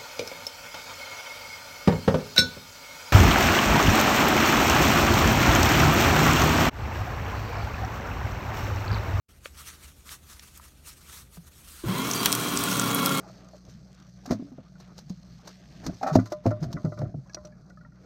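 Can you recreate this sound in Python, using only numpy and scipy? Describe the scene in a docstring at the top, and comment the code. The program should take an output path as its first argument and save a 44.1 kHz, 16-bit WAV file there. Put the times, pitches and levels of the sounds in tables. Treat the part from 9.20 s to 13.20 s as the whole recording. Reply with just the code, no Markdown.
"""An office shredder in a small room takes in a sheet of paper, which is first handled close by.
The motor is a stack of swaying multiples of its shaft speed, with brush buzz, hum and a rattling
plastic housing; it spins up, then slows a little as the cutters bite. The paper is shaped noise
and tiny impacts: swishes, tearing crackle, sharp snaps and short squeaks."""
import sys
import numpy as np
from scipy import signal
from scipy.fft import rfft, irfft, next_fast_len
from scipy.io import wavfile
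from scipy.ndimage import uniform_filter1d, map_coordinates

SR = 44100
rng = np.random.default_rng(int(sys.argv[2]) if len(sys.argv) > 2 else 0)


def dump(signal):
    """Clip the signal to [-1, 1] and save it as 16-bit WAV at the path in sys.argv[1]."""
    limited = np.clip(np.atleast_2d(signal).T, -1, 1)
    pcm = np.round(limited * 32767).astype(np.int16)
    wavfile.write(sys.argv[1], SR, pcm)


N = 176400
T = np.arange(N) / SR

START_S = 2.635  # the motor switches on
TOP_HZ = 15900  # upper band limit of the microphone

# broadband colour of the housing, for rattle and brush buzz: f/Hz, level/dB
HOUSING_COLOUR = [(38, -55), (69, -17), (194, -0.5), (402, -6), (491, -11), (852, -12.5), (1090, -5.5),
                  (1850, -16.5), (2700, -15.5), (4930, -22), (14800, -26.5)]


def amp(db):
    """Decibels to linear gain."""
    return 10 ** (np.asarray(db) / 20)


def unit(x):
    """x scaled to rms 1."""
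    return x / np.sqrt(np.mean(x ** 2) + 1e-20)


def curve(rows):
    """One value per sample, in straight lines between (s, value) points."""
    return np.interp(T, *np.transpose(rows))


def wobble(rate):
    """A smooth random curve with rate knots a second."""
    knots = rng.standard_normal(int(N * rate / SR) + 4)
    return map_coordinates(knots, [T * rate])


def filtered(x, response):
    """x with its spectrum multiplied by a response of frequency."""
    m = next_fast_len(len(x) + 8192)  # padding keeps the filter's ringing from wrapping round
    hz = np.fft.rfftfreq(m, 1 / SR) + 1e-3
    return irfft(rfft(x, m) * response(hz), m)[:len(x)]


def coloured(x, points):
    """x shaped by a (Hz, dB) curve drawn on a log frequency axis, at rms 1."""
    f, db = np.transpose(points)
    return unit(filtered(x, lambda hz: amp(np.interp(np.log(hz), np.log(f + 1), db))))


def bumps(rows, hz):
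    """The gain of a few (Hz, half width Hz, dB) peaks and dips."""
    return amp(sum(db / (1 + ((hz - c) / w) ** 2) for c, w, db in rows))


def grains(per_s, spread_db):
    """Random tiny impacts of uneven size and either sign, at rms 1."""
    size = amp(spread_db * np.minimum(rng.standard_normal(N), 2.5))
    hits = rng.random(N) < per_s / SR
    return unit(hits * size * np.sign(rng.standard_normal(N)))


def patchy(x, depth_db):
    """x at rms 1, its colour shifting at random from moment to moment."""
    z = signal.stft(x, nperseg=256)[2]
    field = uniform_filter1d(rng.standard_normal(z.shape), size=5, axis=0)  # smooth over frequency
    field = uniform_filter1d(field, size=12, axis=1)  # and over time
    return unit(signal.istft(z * amp(depth_db * unit(field)), nperseg=256)[1][:N])


def background():
    """Low room rumble of shaped noise, with a steady drone that sways slightly."""
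    # rumble spectrum: f/Hz, level/dB
    room_tone = [(20, -24), (59, 2), (97, -13), (128, -7), (174, -11.5), (291, -18), (910, -29),
                 (1540, -120)]
    room_db, drone_hz, drone_db = -56, 76, -59
    phase = 2 * np.pi * drone_hz * T + .5 * wobble(7)
    drone = np.sqrt(2) * amp(drone_db + wobble(6)) * np.sin(phase)
    return amp(room_db) * coloured(rng.standard_normal(N), room_tone) + drone


def sheet():
    """Paper slides and flexes: rubbing noise swells and fades, its body thinning near the slot."""
    # slides and flexes of the sheet: centre t/s, half length/s, level/dB
    swishes = [(0.259, 0.016, -48.5), (0.404, 0.032, -47.5), (0.48, 0.022, -42.5), (0.528, 0.027, -51),
               (0.65, 0.043, -52.5), (0.87, 0.015, -50.5), (0.923, 0.026, -42.5), (1.122, 0.046, -51),
               (1.252, 0.036, -52), (1.364, 0.021, -50.5), (1.45, 0.027, -53), (1.687, 0.028, -45.5),
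               (1.81, 0.094, -56), (1.947, 0.058, -47), (2.151, 0.02, -50), (2.282, 0.01, -56),
               (2.41, 0.071, -56.5), (2.582, 0.11, -47)]
    # rustle spectrum: f/Hz, level/dB
    paper = [(240, -10), (708, -14), (1230, 2), (1840, -3), (2880, -2), (7630, -0.5), (12500, -3),
             (16000, -11.5)]
    rest_db, body_db, thins_db_per_s = -62.5, 3, 1.5
    power = amp(rest_db) ** 2 * (T < START_S)
    for s, half, db in swishes:
        power = power + amp(db) ** 2 * np.exp(-((T - s) / half) ** 2)
    level = np.sqrt(power) * amp(1.75 * wobble(60))
    friction = rng.standard_normal(N) + 0.44 * grains(per_s=700, spread_db=4.5)
    rub = coloured(patchy(friction, depth_db=2.0), paper)
    body = filtered(rub, lambda hz: 1 / (1 + (hz / 4500) ** 4))
    crisp = rub - body
    return level * (crisp + body * amp(body_db - thins_db_per_s * T))


def squeaks():
    """Stick-slip of sheet on plastic: brief wavering tones that sag in pitch."""
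    # squeaks: centre t/s, f/Hz at the centre, level/dB rms at the centre, Gaussian half length/s
    squeak_rows = [(0.254, 4450, -47, 0.0042), (2.96, 4730, -33, 0.011), (3.002, 4590, -34, .009)]
    waver, sag_hz_per_s = .025, 5000
    out = np.zeros(N)
    for s, hz, db, half in squeak_rows:
        pitch = (hz - sag_hz_per_s * (T - s)) * (1 + waver * wobble(400))
        swell = np.exp(-((T - s) / half) ** 2 / 2)
        out += amp(db) * swell * np.sin(2 * np.pi * np.cumsum(pitch) / SR)
    return np.sqrt(2) * out


def snaps():
    """A buckling crease cracks: a band of noise that dies within milliseconds."""
    # snaps and ticks: t/s, level/dB, centre f/Hz, octaves to either side, decay by 60 dB/s
    snap_rows = [(0.2576, -26, 1890, .7, 0.01), (0.8917, -30, 2580, 0.65, 0.011),
                 (1.195, -31.5, 3100, 0.93, 0.013), (1.375, -37.5, 9700, 0.93, 0.019),
                 (1.397, -39, 1130, 0.29, 0.022), (2.171, -44, 570, 1.1, 0.028),
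                 (2.913, -16.5, 5600, 0.38, 0.012), (2.935, -15.5, 6000, 0.21, 0.016),
                 (3.0586, -4.5, 5950, 3.3, 0.0094), (3.0606, -12.5, 1770, 1.3, 0.022),
                 (3.12, -12, 7000, .6, .005), (3.1272, -2, 7050, 0.78, 0.0039),
                 (3.151, -15, 7100, 0.97, 0.015), (3.3735, -8.5, 6634, 0.45, 0.0062),
                 (3.438, -16, 9000, .7, 0.014), (3.597, -7.5, 6940, 0.42, 0.0065),
                 (3.7473, -9.5, 11100, 0.15, .007), (3.8602, -4.5, 9500, 1.26, 0.0062),
                 (3.893, -17, 5500, .9, .007)]
    out, t = np.zeros(N + SR), np.arange(SR // 8) / SR
    for s, db, centre_hz, octaves, t60 in snap_rows:
        edges = np.clip([centre_hz / 2 ** octaves, centre_hz * 2 ** octaves], 50, TOP_HZ)
        band = signal.butter(2, edges, 'bandpass', fs=SR, output='sos')
        burst = signal.sosfilt(band, np.sign(rng.standard_normal(len(t))))
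        out[round(s * SR):][:len(t)] += amp(db - 2) * unit(burst) * amp(-60 * t / t60)
    return out[:N]


def knocks():
    """Soft, low rings of the plastic case as the sheet touches it and the motor jolts."""
    # knocks: t/s, level/dB before the attack softens it, f/Hz, attack/s, decay by 60 dB/s
    knock_rows = [(0.2578, -30, 547, 0.00039, 0.02), (2.173, -26, 169.4, 0.017, 0.11),
                  (2.638, -17.5, 329, 0.0039, 0.045), (2.658, -17.5, 121, 0.015, 0.17),
                  (2.683, -15.5, 185, 0.013, .16)]
    out = np.zeros(N)
    for s, db, hz, attack, t60 in knock_rows:
        t = np.maximum(T - s, 0)
        onset = 1 - np.exp(-t / attack)
        out += amp(db - 60 * t / t60) * onset * np.sin(2 * np.pi * hz * t)
    return out


def tones(rows, speed, load, flutter):
    """Slightly unsteady multiples of the shaft speed, whose levels follow the load."""
    sway_db = 1.6
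    out = np.zeros(N)
    for order, idle_db, loaded_db in rows:
        turns = np.cumsum(speed * (1 + flutter * wobble(70))) / SR
        level_db = idle_db + (loaded_db - idle_db) * load + sway_db * wobble(22.2)
        out += amp(level_db) * np.sin(2 * np.pi * order * turns)
    return np.sqrt(2) * out


def whine_and_gears(speed):
    """Motor whine and gear tones, muffled or amplified by the case as they sweep its bands."""
    # load on the motor, high in spin-up and again as the sheet is drawn in: t/s, share 0-1
    load_points = [(2.8, .8), (2.95, 0), (3.35, .1), (3.6, .7), (3.75, 1)]
    # motor whine: multiple of shaft speed, idle level/dB, loaded level/dB
    whine = [(1, -41, -33), (2, -44, -40), (4, -48, -41), (8, -57, -48), (9, -57, -50), (11, -48, -57),
             (12, -58, -45), (16, -65, -54), (20, -48, -60)]
    # gear tones: multiple of shaft speed, idle level/dB, loaded level/dB
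    gears = [(.54, -45, -38), (.66, -44, -36), (1.38, -43, -54), (1.63, -51, -40.5), (2.4, -42, -44.5),
             (3.7, -46, -46.5), (4.25, -52, -43), (.87, -44, -41.5)]
    # bands of the case: f/Hz, half width/Hz, gain/dB
    panels = [(740, 150, -10), (970, 60, 8), (2130, 130, 9), (2700, 200, -6), (3280, 90, 6)]
    load = curve(load_points)
    lines = tones(whine, speed, load, flutter=.0026) + tones(gears, speed, load, flutter=.011)
    return filtered(lines, lambda hz: bumps(panels, hz))


def brush_buzz(speed):
    """The brushes: shaft-speed multiples 2 to 49, each swaying in strength, in housing colour."""
    turns = np.cumsum(speed) / SR
    buzz = np.zeros(N)
    for k in range(2, 50):
        buzz += amp(1.8 * wobble(8.2)) * np.sin(2 * np.pi * (k * turns + rng.random()))
    return coloured(buzz, HOUSING_COLOUR)


def housing_rattle(pace):
    """Gear teeth strike the housing: random impacts ring its modes and rattle it broadly."""
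    # resonances of the housing: f/Hz, width/Hz, level/dB
    housing = [(202, 94, -1), (1077, 97, -5.5), (1375, 53, -2.5), (3265, 75, -6), (4010, 160, -10.5)]
    ring_db, rattle_db, grows_db_per_s = -37, -34.5, 2.5

    def teeth():
        return grains(per_s=2500, spread_db=4) * amp(1.4 * wobble(90))

    def modes(f):
        total = 0
        for k, (c, w, db) in enumerate(housing):
            total = total + (-1) ** k * amp(db) * 1j * f * w / (c * c - f * f + 1j * f * w)
        return total / (1 + (110 / f) ** 4)  # little below 110 Hz

    ring = unit(filtered(teeth(), modes))
    rattle = amp(ring_db) * ring + amp(rattle_db) * coloured(teeth(), HOUSING_COLOUR)
    low = filtered(rattle, lambda hz: 1 / (1 + (hz / 1000) ** 2))
    # only the upper part follows the motor's pace
    return (low + pace * (rattle - low)) * amp(grows_db_per_s * (T - START_S))


def mains_hum():
    """A 120 Hz hum at the motor, swaying in level."""
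    return np.sqrt(2) * amp(-43 + 3.1 * wobble(10)) * np.sin(2 * np.pi * 120 * T)


def chatter(speed):
    """A slow gear binds once a revolution and rings briefly, harder as the sheet goes in."""
    # stroke strength: t/s, level/dB
    strength = [(2.9, -50), (3.45, -33), (3.9, -27)]
    turns_per_stroke, order = 11, 5  # shaft turns; pitch as a multiple of shaft speed
    stroke_at_s = 3.874  # one stroke peaks here, which sets the phase of the rest
    turns = np.cumsum(speed) / SR
    cycle = (turns - np.interp(stroke_at_s, T, turns)) / turns_per_stroke
    strokes = np.cos(np.pi * cycle) ** 4
    tone = np.sin(2 * np.pi * order * turns + wobble(18))
    return amp(curve(strength) + 2.4 * wobble(20)) * strokes * tone


def motor():
    """One shaft speed drives whine, gears, buzz, rattle and chatter; the hum keeps its pitch."""
    # motor shaft speed: t/s, turns per second/Hz
    speed_points = [(2.635, 50), (2.7, 175), (2.75, 237), (2.8, 261), (2.85, 273.5), (2.9, 284),
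                    (3.05, 295), (3.2, 293), (3.6, 283), (4.0, 271)]
    full_hz, buzz_db, rise_s = 273, -35, 0.0049
    speed = curve(speed_points)
    pace = speed / full_hz
    lines = pace * whine_and_gears(speed) + pace ** 2 * amp(buzz_db) * brush_buzz(speed)
    switched_on = np.clip((T - START_S) / rise_s, 0, 1)
    return switched_on * (lines + chatter(speed) + housing_rattle(pace) + mains_hum())


def cutters():
    """Fibres tear in dense clumps between the blades, with sparser cracks on top."""
    # cutting crackle: t/s, level/dB
    cutting = [(2.64, -41.5), (2.75, -41.5), (2.92, -33.5), (3.15, -34.5), (3.5, -33.5), (4.0, -33)]
    # crackle spectrum: f/Hz, level/dB
    crackle = [(800, -24), (2500, -0.5), (4800, 0.5), (6800, 0), (9500, -1), (16000, -5)]
    clumps = unit(rng.standard_normal(N) * amp(3.1 * wobble(140)))
    tearing = clumps + amp(-3) * grains(per_s=300, spread_db=3)
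    bite = np.clip((T - START_S) / 0.07, 0, 1)
    level = bite * amp(curve(cutting) + wobble(22))
    return level * coloured(patchy(tearing, depth_db=2.5), crackle)


def room(x):
    """A short indoor tail: x plus its echo in decaying noise."""
    t60_s, wet_db = 0.092, -12
    t = np.arange(SR // 3) / SR
    tail = rng.standard_normal(len(t)) * amp(-60 * t / t60_s) * (t > .003)
    return x + amp(wet_db) * signal.fftconvolve(x, tail / np.linalg.norm(tail))[:N]


def scene():
    """Paper sounds in the room, with motor, knocks and background added dry."""
    paper_sounds = sheet() + cutters() + snaps() + squeaks()
    return (room(paper_sounds) + motor() + knocks() + background())[None]


def record(dry):
    """The microphone opens just after the start, from 40 dB down, and keeps nothing above TOP_HZ."""
    # dips in the microphone's treble: f/Hz, half width/Hz, gain/dB
    mic = [(4950, 250, -3.5), (7400, 170, -4.5), (10400, 280, -5)]
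    open_s, rise_s = 0.083, 0.0092
    opened = np.clip((T - open_s) / rise_s, .01, 1)
    return filtered(dry[0] * opened, lambda hz: bumps(mic, hz) * (hz < TOP_HZ))[None]


dry = scene()
out = record(dry)
dump(out)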